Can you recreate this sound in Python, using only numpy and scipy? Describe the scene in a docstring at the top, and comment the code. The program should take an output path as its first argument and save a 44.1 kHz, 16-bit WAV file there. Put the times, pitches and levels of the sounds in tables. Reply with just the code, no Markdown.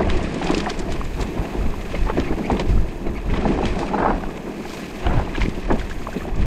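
"""Forest trail of dry leaves: a mountain bike rolls downhill, heard at the rider's chest.
Wind is shaped noise in gusts and buffets; leaves and twigs are gritty noise and short cracks.
The freewheel hisses with ratchet ticks; squeaks are rough sine sweeps.
Clicks and noise through resonances make the drumming frame, rattling parts and skids;
knocks, chain slaps and tyre thuds are short decaying tones with chatter."""
import sys
import numpy as np
from scipy import signal
from scipy.fft import rfft, irfft, next_fast_len
from scipy.io import wavfile
from scipy.ndimage import uniform_filter1d, minimum_filter1d

SR = 44100
rng = np.random.default_rng(int(sys.argv[2]) if len(sys.argv) > 2 else 0)


def put_to_file(sound):
    """Save the sound as 16-bit audio at rate SR, in the file named by the first command-line argument."""
    columns = np.atleast_2d(sound).T  # one column per channel
    safe = np.clip(columns, -1, 1)
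    whole_steps = np.round(safe * 32767)
    wavfile.write(sys.argv[1], SR, whole_steps.astype(np.int16))


N = 284865

# steady rolling: t/s, drumming of tyres and frame/dB, tread scrub/dB
ROLLING = [(0.0, -25, -43), (0.52, -29, -36.5), (0.7, -28, -45), (1.01, -33.5, -38.5), (2.43, -29.5, -38),
           (2.9, -33.5, -43.5), (3.27, -32, -42), (3.51, -24.5, -34), (3.99, -30, -37.5),
           (4.44, -33.5, -42), (4.77, -33, -36.5), (5.07, -32, -37.5), (6.06, -35.5, -39.5),
           (6.46, -29.5, -56)]


def amp(db):
    """Decibels to gain."""
    return 10 ** (np.asarray(db) / 20)


def unit(x):
    """Scales to rms 1."""
    return x / np.sqrt(np.mean(x ** 2) + 1e-20)


def follow(table):
    """Each level column of a curve table as a gain per sample."""
    t, *columns = np.transpose(table)
    return [amp(np.interp(np.arange(N) / SR, t, db)) for db in columns]


def swells(table, rise_share):
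    """Each level column of an event table as a gain per sample: swells that climb and fall away."""
    fall_db = 10  # climb and fall are timed over this change of level
    min_fall_s, min_rise_s = 0.01, 0.013
    t, power = np.arange(N) / SR, 0
    for peak_s, length_s, *db in table:
        fall = (t - peak_s) / max(length_s, min_fall_s)
        climb = (peak_s - t) / (min_rise_s + abs(rise_share * length_s))
        power = power + amp(2 * np.c_[db]) * amp(-2 * fall_db * np.maximum(fall, climb))
    return np.sqrt(power)


def colour(x, points):
    """Filters by a spectrum of (f/Hz, gain/dB), -90 dB outside its range."""
    f, db = np.transpose(points)
    size = next_fast_len(len(x) + 8192)
    hz = np.fft.rfftfreq(size, 1 / SR) + 1
    gain = amp(np.interp(np.log(hz), np.log(f), db, -90, -90))
    return irfft(rfft(x, size) * gain, size)[:len(x)]


def ring(x, hz, width_hz):
    """A two-pole resonance of gain about 1 at its centre."""
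    r = np.exp(-np.pi * width_hz / SR)
    return 2 * signal.lfilter([1 - r], [1, -r * np.exp(2j * np.pi * hz / SR)], x).real


def body(x, modes):
    """Sum of resonances of alternating sign, each applied twice for steep skirts."""
    out = 0
    for k, (hz, width_hz, db) in enumerate(modes):
        out = out + (-1) ** k * amp(db) * ring(ring(x, hz, width_hz), hz, width_hz)
    return unit(out)


def smooth_noise(count, size):
    """Noise averaged twice over a window of size samples, at rms 1."""
    return unit(uniform_filter1d(uniform_filter1d(rng.standard_normal(count), size), size))


def flicker(window_s, depth_db):
    """Random gain that wanders on the given time scale."""
    return amp(depth_db * smooth_noise(N, max(int(window_s * SR), 2)))


def grit(per_s, spread_db, smooth):
    """Sparse clicks of very uneven size over a share of smooth noise."""
    size = amp(spread_db * np.minimum(rng.exponential(1, N), 3.5)) * rng.standard_normal(N)
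    clicks = unit(size * (rng.random(N) < per_s / SR))
    return clicks + smooth * rng.standard_normal(N)


def pings(low_hz, high_hz, per_s, cycles, count):
    """Small hard pieces ring briefly: random clicks excite count pitches between two limits."""
    out = np.zeros(N)
    for hz in np.geomspace(low_hz, high_hz, count):
        width_hz = hz / cycles
        out += ring(ring(grit(per_s / count, 2.8, 0), hz, width_hz), hz, width_hz)
    return unit(out)


def add(mix, start_s, sound):
    """Mixes a sound in at a time."""
    part = mix[max(round(start_s * SR), 0):][:len(sound)]
    part += sound[:len(part)]


def blows(table, rise_s, rough, spread):
    """Each blow rings briefly at its own pitch and chatters over a wider band."""
    out, t = np.zeros(N), np.arange(5000) / SR
    for start_s, db, hz, cycles in table:
        onset = np.sin(np.pi / 2 * np.minimum(t / max(rise_s, .0003), 1)) ** 2
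        envelope = onset * amp(-60 * t * hz / cycles)
        chatter = rng.standard_normal(len(t))
        for _ in range(3):
            chatter = ring(chatter, hz, hz * spread)
        tone = envelope * np.sin(2 * np.pi * hz * t)
        blow = (1 - rough) * tone + rough * envelope * unit(chatter)
        add(out, start_s, amp(db) * (1 - rough / 2) * unit(blow) * np.std(tone))
    return out


def wind():
    """Lumpy turbulence on the microphone port; short buffets flap at a higher pitch than long ones."""
    # airflow: t/s, level/dB
    airflow = [(0.0, -24.5), (0.79, -38.5), (2.05, -25), (3.26, -29.5), (3.44, -19), (3.97, -36),
               (4.41, -35), (5.25, -32), (6.13, -26), (6.46, -22)]
    # buffets of air: peak t/s, length/s, level/dB
    buffets = [(0.23, 0.75, -20), (0.63, 0.05, -34), (0.75, 0.042, -43), (0.883, 0.24, -25.5),
               (1.043, 0.14, -27), (1.213, 0.04, -20), (1.399, 0.016, -15), (1.617, 0.15, -19),
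               (2.008, 0.13, -17), (2.103, 0.17, -23), (2.31, 0.065, -17.5), (2.43, 0.026, -29),
               (2.53, 0.032, -13), (2.696, 0.078, -14.5), (2.77, 0.065, -11.5), (3.084, 0.034, -28),
               (3.317, 0.092, -12.5), (3.534, 0.11, -18), (3.82, 0.2, -27), (3.994, 0.22, -21.5),
               (4.166, 0.11, -32.5), (5.064, 0.072, -13.5), (5.163, 0.045, -15), (5.425, 0.09, -15),
               (5.715, 0.081, -21.5), (6.21, 0.059, -30), (6.401, 0.059, -11)]
    # rumble spectrum: f/Hz, relative level/dB
    gust_spectrum = [(5, -22.5), (12, 4), (35, -1.5), (60, -6), (100, -12.5), (150, -16.5), (250, -55),
                     (500, -76)]
    # flap spectrum: f/Hz, relative level/dB
    flap_spectrum = [(15, -32), (40, 1), (70, -7), (110, -10.5), (170, -10.5), (300, -30)]
    quick_s = 0.061  # buffets much shorter than this mostly flap
    air = rng.standard_normal(N) * flicker(0.15, 3.3)
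    shared = []
    for peak_s, length_s, db in buffets:
        quick = np.exp(-length_s / quick_s)  # power share of the flap
        shared.append((peak_s, length_s, db + 10 * np.log10(1 - quick), db + 10 * np.log10(quick)))
    rumble, flap = swells(shared, rise_share=0.35)
    low = np.hypot(follow(airflow)[0], rumble) * unit(colour(air, gust_spectrum))
    return low + amp(-4.0) * flap * unit(colour(rng.standard_normal(N), flap_spectrum))


def freewheel():
    """Uneven ratchet ticks blur into a thin hiss that rings the hub."""
    # freewheel level: t/s, level/dB
    buzz_level = [(0.0, -85), (0.84, -63), (1.17, -57), (1.98, -59), (2.9, -61.5), (3.36, -62.5),
                  (3.4, -80), (3.81, -65), (4.08, -73), (4.2, -61.5), (4.55, -60.5), (4.73, -54),
                  (5.23, -63), (5.6, -60), (5.68, -72), (5.71, -62), (6.24, -55.5), (6.28, -64),
                  (6.46, -66)]
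    # hiss spectrum: f/Hz, relative level/dB
    hiss_spectrum = [(9500, -39), (11000, -10), (12000, -7), (12600, 2.5), (13600, -9), (14200, -8),
                     (15700, -15)]
    # hub rings: f/Hz, width/Hz, relative level/dB
    hub_modes = [(4060, 180, -27), (6280, 770, 16), (7640, 4360, 7)]
    ticks_per_s = 75
    turns = np.cumsum(ticks_per_s * flicker(0.043, 0.19)) / SR
    tick_shape = 1.5 + np.exp(-(turns % 1) / .3)
    ticks = tick_shape * flicker(0.017, 0.98) * rng.standard_normal(N)
    hiss = unit(colour(ticks, hiss_spectrum))
    return follow(buzz_level)[0] * (amp(-5.0) * hiss + amp(1.5) * body(ticks, hub_modes))


def squeaks():
    """Brief, rough rubbing whistles with a weak octave."""
    # squeaks: t/s, length/s, level/dB, mean start f/Hz, mean end f/Hz
    squeak_events = [(2.228, 0.035, -38, 2520, 2400), (2.265, 0.034, -35, 2016, 2350),
                     (2.438, 0.037, -32.5, 2130, 2470), (3.145, 0.044, -38.5, 2260, 2110),
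                     (6.159, 0.033, -46, 3910, 3940)]
    out = np.zeros(N)
    for start_s, length_s, db, start_hz, end_hz in squeak_events:
        size = int(length_s * SR)
        wobble, waver = smooth_noise(size, 30), smooth_noise(size, 30)
        hz = np.linspace(start_hz, end_hz, size) * (1 + .06 * wobble)
        phase = 2 * np.pi * np.cumsum(hz) / SR
        tone = np.sin(phase) + 0.15 * np.sin(2 * phase)
        add(out, start_s, amp(db) * np.hanning(size) ** .3 * (1 + 0.5 * waver) * tone)
    return out


def snaps():
    """Twigs and leaf clumps crushed: short clusters of cracks in high, middle and low bands."""
    # snaps: t/s, high part/dB, middle part re high/dB, low part re high/dB
    snap_events = [(0.096, -28, 1, 9.5), (0.167, -29, -1, -4), (0.226, -27, -2, -9), (0.34, -26, -7, -13),
                   (0.424, -40.5, 2, 18), (0.438, -24, -3, -2), (0.445, -39, 4, -5), (0.467, -32, 8, 9),
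                   (0.506, -21, -8, 0), (0.534, -37, 4, 6), (0.543, -23.5, 1, 2), (0.576, -22, 0, -9),
                   (0.583, -32, 2, -8), (0.6, -30, 4, 11.5), (0.641, -32, -13, 0), (0.6958, -29.5, 6, -1),
                   (0.774, -32, -9, -2), (0.789, -21, -7, -6.5), (0.92, -24, -13, -1), (1.043, -30, -9, -4),
                   (1.208, -26.5, -2, 0.5), (1.223, -26, -7, 5), (1.268, -35.5, 2, -8),
                   (2.196, -43, 13, 23), (2.512, -34, -2, -4), (2.566, -50, -2, 29),
                   (2.593, -23.5, 0, 12.5), (3.335, -37, -1, 18), (3.368, -36, 5, 19.5), (3.65, -31, 1, 12),
                   (3.7885, -24.5, -7, 4), (4.372, -32, -10.5, 4), (4.6894, -42.5, 12, 5),
                   (4.7303, -26.5, -10, 3.5), (5.347, -42.5, -8, 21.5), (5.358, -43, 11, 11),
                   (5.372, -40.5, 5, 16), (5.406, -34, 5, 9), (5.416, -35, 8, 5), (5.43, -36, 4, 8),
                   (5.442, -47, 4, 11), (5.4895, -33, -2, -5), (5.791, -32.5, -1, 11),
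                   (5.895, -29.5, -3, 5), (6.128, -32, -2, 2), (6.356, -33, -2, -3)]
    # spectra of the high, middle and low parts, each: f/Hz, gain/dB
    crack_spectra = [
        [(3500, -33), (5500, -14), (7000, -2.5), (8500, -10), (10000, -27), (12500, -26)],
        [(2000, -26), (3000, 0.5), (5000, 1), (7000, -7)],
        [(900, 7), (1500, -1.5), (2800, -2), (4000, -5)],
    ]
    rise_s, hold_s, t60_s = 0.0046, 0.0046, 0.043
    parts, t = np.zeros((3, N)), np.arange(4000) / SR
    envelope = np.minimum(t / rise_s, 1) * amp(-60 * np.maximum(t - hold_s, 0) / t60_s)
    for start_s, db, mid_db, low_db in snap_events:
        cracks = amp(4.6 * np.repeat(rng.standard_normal(100), 40))  # level steps every 40 samples
        for part, part_db in zip(parts, (db, db + mid_db, db + low_db)):
            add(part, start_s, amp(part_db) * envelope * cracks * rng.standard_normal(len(t)))
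    return amp(-2.0) * sum(colour(part, points) for part, points in zip(parts, crack_spectra))


def leaves():
    """Tread scrubs the ground, flings grit and crushes leaves into fine crackle; the wheel whirrs."""
    # heaps of leaves run over: peak t/s, length/s, scrub/dB, crackle/dB
    heaps = [(0.12, 0.51, -31, -41.5), (0.47, 0.13, -29, -39), (0.56, 0.21, -33, -40.5),
             (0.7, 0.025, -27, -35), (0.79, 0.076, -40, -43), (0.92, 0.029, -30.5, -37),
             (1.22, 0.014, -39, -36), (1.94, 0.079, -30.5, -41.5), (2.1, 0.0093, -30, -54),
             (2.19, 0.15, -33, -52), (2.46, 0.027, -51, -46), (2.52, 0.04, -34, -41.5),
             (2.61, 0.013, -28, -38), (2.7, 0.12, -38.5, -44.5), (3.18, 0.043, -39, -53),
             (3.35, 0.13, -31.5, -46), (3.67, 0.061, -32.5, -42), (3.8, 0.061, -41, -38),
             (4.08, 0.12, -47, -67), (4.72, 0.24, -48, -41.5), (5.07, 0.11, -34, -58),
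             (5.18, 0.056, -40, -48), (5.36, 0.025, -32, -51), (5.42, 0.086, -30, -42),
             (5.72, 0.023, -32, -40), (5.81, 0.046, -33.5, -43), (5.92, 0.018, -46, -42),
             (6.17, 0.38, -38, -51), (6.42, 0.16, -35.5, -45.5)]
    # scrub spectrum: f/Hz, relative level/dB
    scrub_spectrum = [(1000, 5.5), (1450, -6.5), (1700, 2.5), (2000, 2), (2350, 1.5), (2550, 3.5),
                      (2800, -4), (3300, -5.5), (4500, -18)]
    # crackle spectrum: f/Hz, relative level/dB
    leaf_spectrum = [(2000, -11), (3200, 0), (4800, 1.5), (5800, -3.5), (6700, -5.5), (8000, -8),
                     (9500, -14.5), (11000, -19.5), (12500, -28)]
    # faint whirring bands of the rolling wheel: f/Hz, width/Hz, relative level/dB
    whirr_modes = [(2570, 540, -3), (3975, 170, -6), (6600, 460, -16.5)]
    crackle_db = -9.5  # steady crackle re steady scrub
    rolling = follow(ROLLING)[1]
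    scrub, crackle = np.hypot(swells(heaps, rise_share=0.29), rolling * amp([[0], [crackle_db]]))
    clumps = flicker(.009, 1.7)  # leaves lie in heaps
    tread = unit(colour(grit(4000, 4.5, 1.2) * clumps, scrub_spectrum))
    crush = unit(colour(grit(5600, 1.0, 2.5) * clumps * flicker(0.0078, 0.215), leaf_spectrum))
    flung = amp(-14.0) * scrub * pings(1190, 2874, 390, 8.1, count=10)
    flung += amp(-8.5) * crackle * pings(3380, 8700, 400, 3.9, count=10)
    flung = colour(flung, [(500, -28), (900, 1.5), (9000, -8), (12000, -40)])
    whirr = amp(-15.5) * rolling * body(rng.standard_normal(N) * flicker(0.018, 6.1), whirr_modes)
    return whirr + amp(-5.0) * scrub * tread + amp(-4.0) * crackle * crush + flung


def slaps():
    """Chain slaps: bright, short rings with chatter."""
    # slaps: t/s, level/dB, f/Hz, cycles rung per 60 dB decay
    slap_events = [(0.0295, -20, 2010, 60), (0.0942, -19, 1740, 60), (0.4202, -22, 2240, 60),
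                   (0.4675, -18, 2530, 60), (0.5115, -26, 1780, 50), (0.5455, -9.5, 2630, 45),
                   (0.546, -13, 4900, 70), (0.6, -19, 3390, 60), (0.6603, -10.5, 1800, 33),
                   (0.6955, -19, 1660, 47), (1.949, -17, 2110, 57), (2.0707, -25, 1800, 48),
                   (2.0986, -14.5, 1900, 22), (2.176, -20, 1580, 60), (2.4995, -21, 2400, 40),
                   (2.51, -21, 1900, 50), (2.596, -30, 2650, 60), (3.0664, -24, 2200, 42),
                   (3.2984, -21, 2180, 50), (3.3377, -18, 2030, 50), (3.338, -20, 3140, 50),
                   (3.455, -18, 1720, 50), (4.2354, -18, 1480, 30), (4.652, -24.5, 1680, 40),
                   (4.803, -28, 1680, 40), (4.838, -28, 2050, 50), (5.04, -29, 1450, 30),
                   (5.0643, -15.5, 1490, 42), (5.0655, -21, 2480, 25), (5.066, -9.5, 2920, 30),
                   (5.137, -24, 2290, 40), (5.198, -22, 1600, 40), (5.1716, -24, 1940, 40),
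                   (5.293, -24, 2000, 32), (5.349, -16, 1660, 50), (5.36, -17, 2360, 53),
                   (5.378, -22, 2580, 50), (5.4155, -9, 2130, 52), (5.429, -20, 2330, 60),
                   (5.459, -17, 2150, 45), (5.7048, -15, 1680, 67), (5.8127, -21, 1540, 50),
                   (5.911, -18, 1640, 48), (6.0695, -16, 1520, 25), (6.128, -23, 1540, 50),
                   (6.162, -23, 2030, 28), (6.2068, -22.5, 1750, 60)]
    return blows(slap_events, rise_s=0.0019, rough=0.32, spread=0.71)


def knocks():
    """Stones and cables knock on the frame, which rings briefly."""
    # knocks: t/s, level/dB, f/Hz, cycles rung per 60 dB decay
    knock_events = [(0.07, -16, 683, 41), (0.152, -30, 626, 28), (0.191, -16.5, 694, 38),
                    (0.414, -14.5, 784, 42), (0.469, -17, 766, 35), (0.491, -12.5, 810, 31),
                    (0.514, -20, 640, 32), (0.666, -13, 770, 40), (0.675, -17.5, 712, 77),
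                    (0.888, -19, 670, 42), (1.013, -6, 1125, 12.5), (1.47, -23, 800, 18),
                    (1.739, -14, 1000, 14), (1.941, -15.5, 547, 31), (2.067, -20.5, 860, 52),
                    (2.087, -15, 1090, 50), (2.098, -7, 865, 23), (2.108, -20, 1050, 40),
                    (2.171, -14, 695, 41), (2.499, -6, 760, 29), (2.508, -14, 880, 30),
                    (2.595, -15, 552, 37), (3.338, -16, 920, 28), (3.361, -19, 1110, 30),
                    (3.452, -4.5, 764, 17), (3.459, -8.5, 650, 22), (3.576, -14, 765, 20),
                    (3.588, -13, 790, 32), (3.625, -13.5, 816, 53), (3.633, -14, 694, 19),
                    (3.767, -17, 706, 32), (3.829, -13, 820, 29), (3.912, -17, 700, 24),
                    (3.934, -12, 850, 45), (3.943, -8, 800, 35), (4.0, -13, 870, 43), (4.029, -13, 824, 30),
                    (4.048, -12, 745, 30), (4.059, 2, 870, 32), (4.079, -7, 800, 27),
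                    (4.104, -11.5, 973, 32), (4.236, -13, 756, 18), (4.652, -21, 800, 28),
                    (5.067, -7.5, 700, 17), (5.106, -17, 910, 27), (5.134, -20, 960, 22),
                    (5.173, -19, 860, 42), (5.196, -17, 810, 28), (5.274, -16, 860, 14),
                    (5.414, -17, 920, 27), (5.702, -10.5, 850, 47), (5.711, -6.5, 855, 42),
                    (6.0695, -6, 1050, 13.5), (6.085, -18, 650, 32), (6.252, -14, 617, 15),
                    (6.287, -22, 790, 25)]
    return blows(knock_events, rise_s=0.0018, rough=0.34, spread=0.9)


def thuds():
    """The tyre bottoms on a root: low, quickly damped blows."""
    # thuds: t/s, level/dB, f/Hz
    thud_events = [(0.501, 3, 307), (0.539, -2.5, 392), (0.571, -3, 310), (0.717, -7, 370),
                   (2.099, -4, 447), (2.181, -5, 300), (2.307, -5.5, 316), (2.502, -12, 395),
                   (3.459, -2.5, 193), (3.609, -3.5, 372), (3.643, -3, 363), (5.067, -10, 332),
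                   (5.171, -6, 112), (5.456, -6.5, 310), (5.483, -7, 212), (5.38, -6, 337),
                   (5.704, -1, 463), (5.711, 0.5, 264), (5.738, -4.5, 254)]
    cycles = 6.5  # rung per 60 dB decay
    return blows([row + (cycles,) for row in thud_events], rise_s=0.0016, rough=0.31, spread=0.9)


def skid():
    """Rapid, fluttering slips over roots excite the tyre wall and frame and scrape the ground."""
    # skids: t/s, length before fade-out/s, level/dB, share of bright scrape (0-1)
    skid_events = [(3.968, 0.14, -19.5, 0.43), (4.12, 0.023, -39, 0.2), (5.091, 0.045, -25, 0.57),
                   (5.156, 0.052, -27, 0.46)]
    # tyre wall and frame: f/Hz, width/Hz, relative level/dB
    rasp_modes = [(804, 400, 7.5), (1110, 340, -1), (1320, 440, 1), (1800, 220, -4), (2340, 510, -30)]
    # scrape spectrum: f/Hz, relative level/dB
    scrape_spectrum = [(300, 3), (550, 11.5), (1000, -4), (1800, 1), (2700, -15), (3500, -23)]
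    fade_in_s, fade_out_s = 0.016, 0.045
    t, out = np.arange(N) / SR, np.zeros(N)
    slips = grit(1800, 4.0, 0.85) * flicker(0.0049, 2.1)
    rasp, scrape = body(slips, rasp_modes), unit(colour(slips, scrape_spectrum))
    for start_s, length_s, db, bright in skid_events:
        fade_in, fade_out = (t - start_s) / fade_in_s, 1 + (start_s + length_s - t) / fade_out_s
        envelope = np.clip(np.minimum(fade_in, fade_out), 0, 1) ** 2
        out += amp(db) * envelope * ((1 - bright) * rasp + bright * scrape)
    return out


def frame():
    """Bumps drum on tyres and frame and shake the loose parts."""
    # roots and ruts: peak t/s, length/s, drumming/dB, rattle/dB
    bump_events = [(0.0, 0.016, -13, -18), (0.16, 0.011, -19, -48), (0.23, 0.043, -17, -32),
                   (0.34, 0.22, -23, -44), (0.5, 0.14, -26, -28.5), (0.95, 0.088, -27, -38),
                   (1.2, 0.025, -23.5, -29.5), (1.37, 0.14, -28.5, -35), (1.55, 0.076, -26, -36),
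                   (1.96, 0.015, -24.5, -34), (2.19, 0.025, -13.5, -30), (2.33, 0.0081, -17.5, -28),
                   (2.39, 0.024, -19.5, -37), (2.52, 0.08, -22.5, -39), (2.61, 0.0093, -25, -41),
                   (2.7, 0.046, -27, -38), (3.07, 0.016, -25, -37), (3.33, 0.18, -26.5, -41),
                   (3.5, 0.26, -25.5, -47), (3.65, 0.012, -20, -35), (3.81, 0.055, -24.5, -27),
                   (3.99, 0.27, -22, -30.5), (4.17, 0.089, -32, -54), (4.48, 0.029, -26, -37),
                   (4.59, 0.076, -28, -55), (5.07, 0.14, -23, -30.5), (5.38, 0.039, -34, -33.5),
                   (5.47, 0.059, -29.5, -54), (5.58, 0.012, -22, -35.5), (5.72, 0.077, -22, -28.5),
                   (6.17, 0.01, -22, -47), (6.28, 0.014, -23, -48), (6.41, 0.043, -25.5, -52)]
    # tyres and frame: f/Hz, width/Hz, relative level/dB
    drum_modes = [(169, 83, 3.5), (205.5, 49, 9), (268, 88, 0.5), (344.6, 79.6, 9), (377.2, 227, 2)]
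    # rattling parts: f/Hz, width/Hz, relative level/dB
    part_modes = [(637, 188, 8), (821, 334, 5), (986, 656, -1), (1400, 530, -21), (1500, 500, -5)]
    rattle_db = -9  # steady rattle re steady drumming
    steady = follow(ROLLING)[0] * amp([[0], [rattle_db]])
    drum, rattle = np.hypot(swells(bump_events, rise_share=0.25), steady)
    bumps = flicker(0.051, 1.27)  # one uneven ground drives both
    low = body(grit(700, 1.1, 0.78) * bumps, drum_modes)
    high = body(grit(1500, 0.28, 0.76) * bumps * flicker(0.018, 1.0), part_modes)
    taps = pings(518, 1303, 260, 6.3, count=9) * bumps  # cables and small stones
    return drum * low + rattle * (high + amp(-7) * taps)


def scene():
    """All sources meet at one microphone."""
    solid_hz = 6030  # blows through rubber and frame carry little above this
    solid = slaps() + knocks() + thuds() + skid() + frame()
    solid = signal.sosfilt(signal.butter(4, solid_hz, fs=SR, output="sos"), solid)
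    return (wind() + freewheel() + squeaks() + snaps() + leaves() + solid)[None]


def record(dry):
    """A limiter turns the gain down smoothly around the largest swings; then the band limit."""
    limit, edge_hz = 0.52, 15750  # limiter ceiling (full scale = 1), low-pass edge
    gain = minimum_filter1d(limit / np.maximum(abs(dry), limit), size=441)
    held = dry * uniform_filter1d(uniform_filter1d(gain, size=220), size=220)
    edge = signal.firwin(1023, edge_hz, window=("kaiser", 10), fs=SR)
    padded = np.pad(held, ((0, 0), (511, 511)), "reflect", reflect_type="odd")
    return signal.oaconvolve(padded, edge[None], "valid")


dry = scene()
out = record(dry)
put_to_file(out)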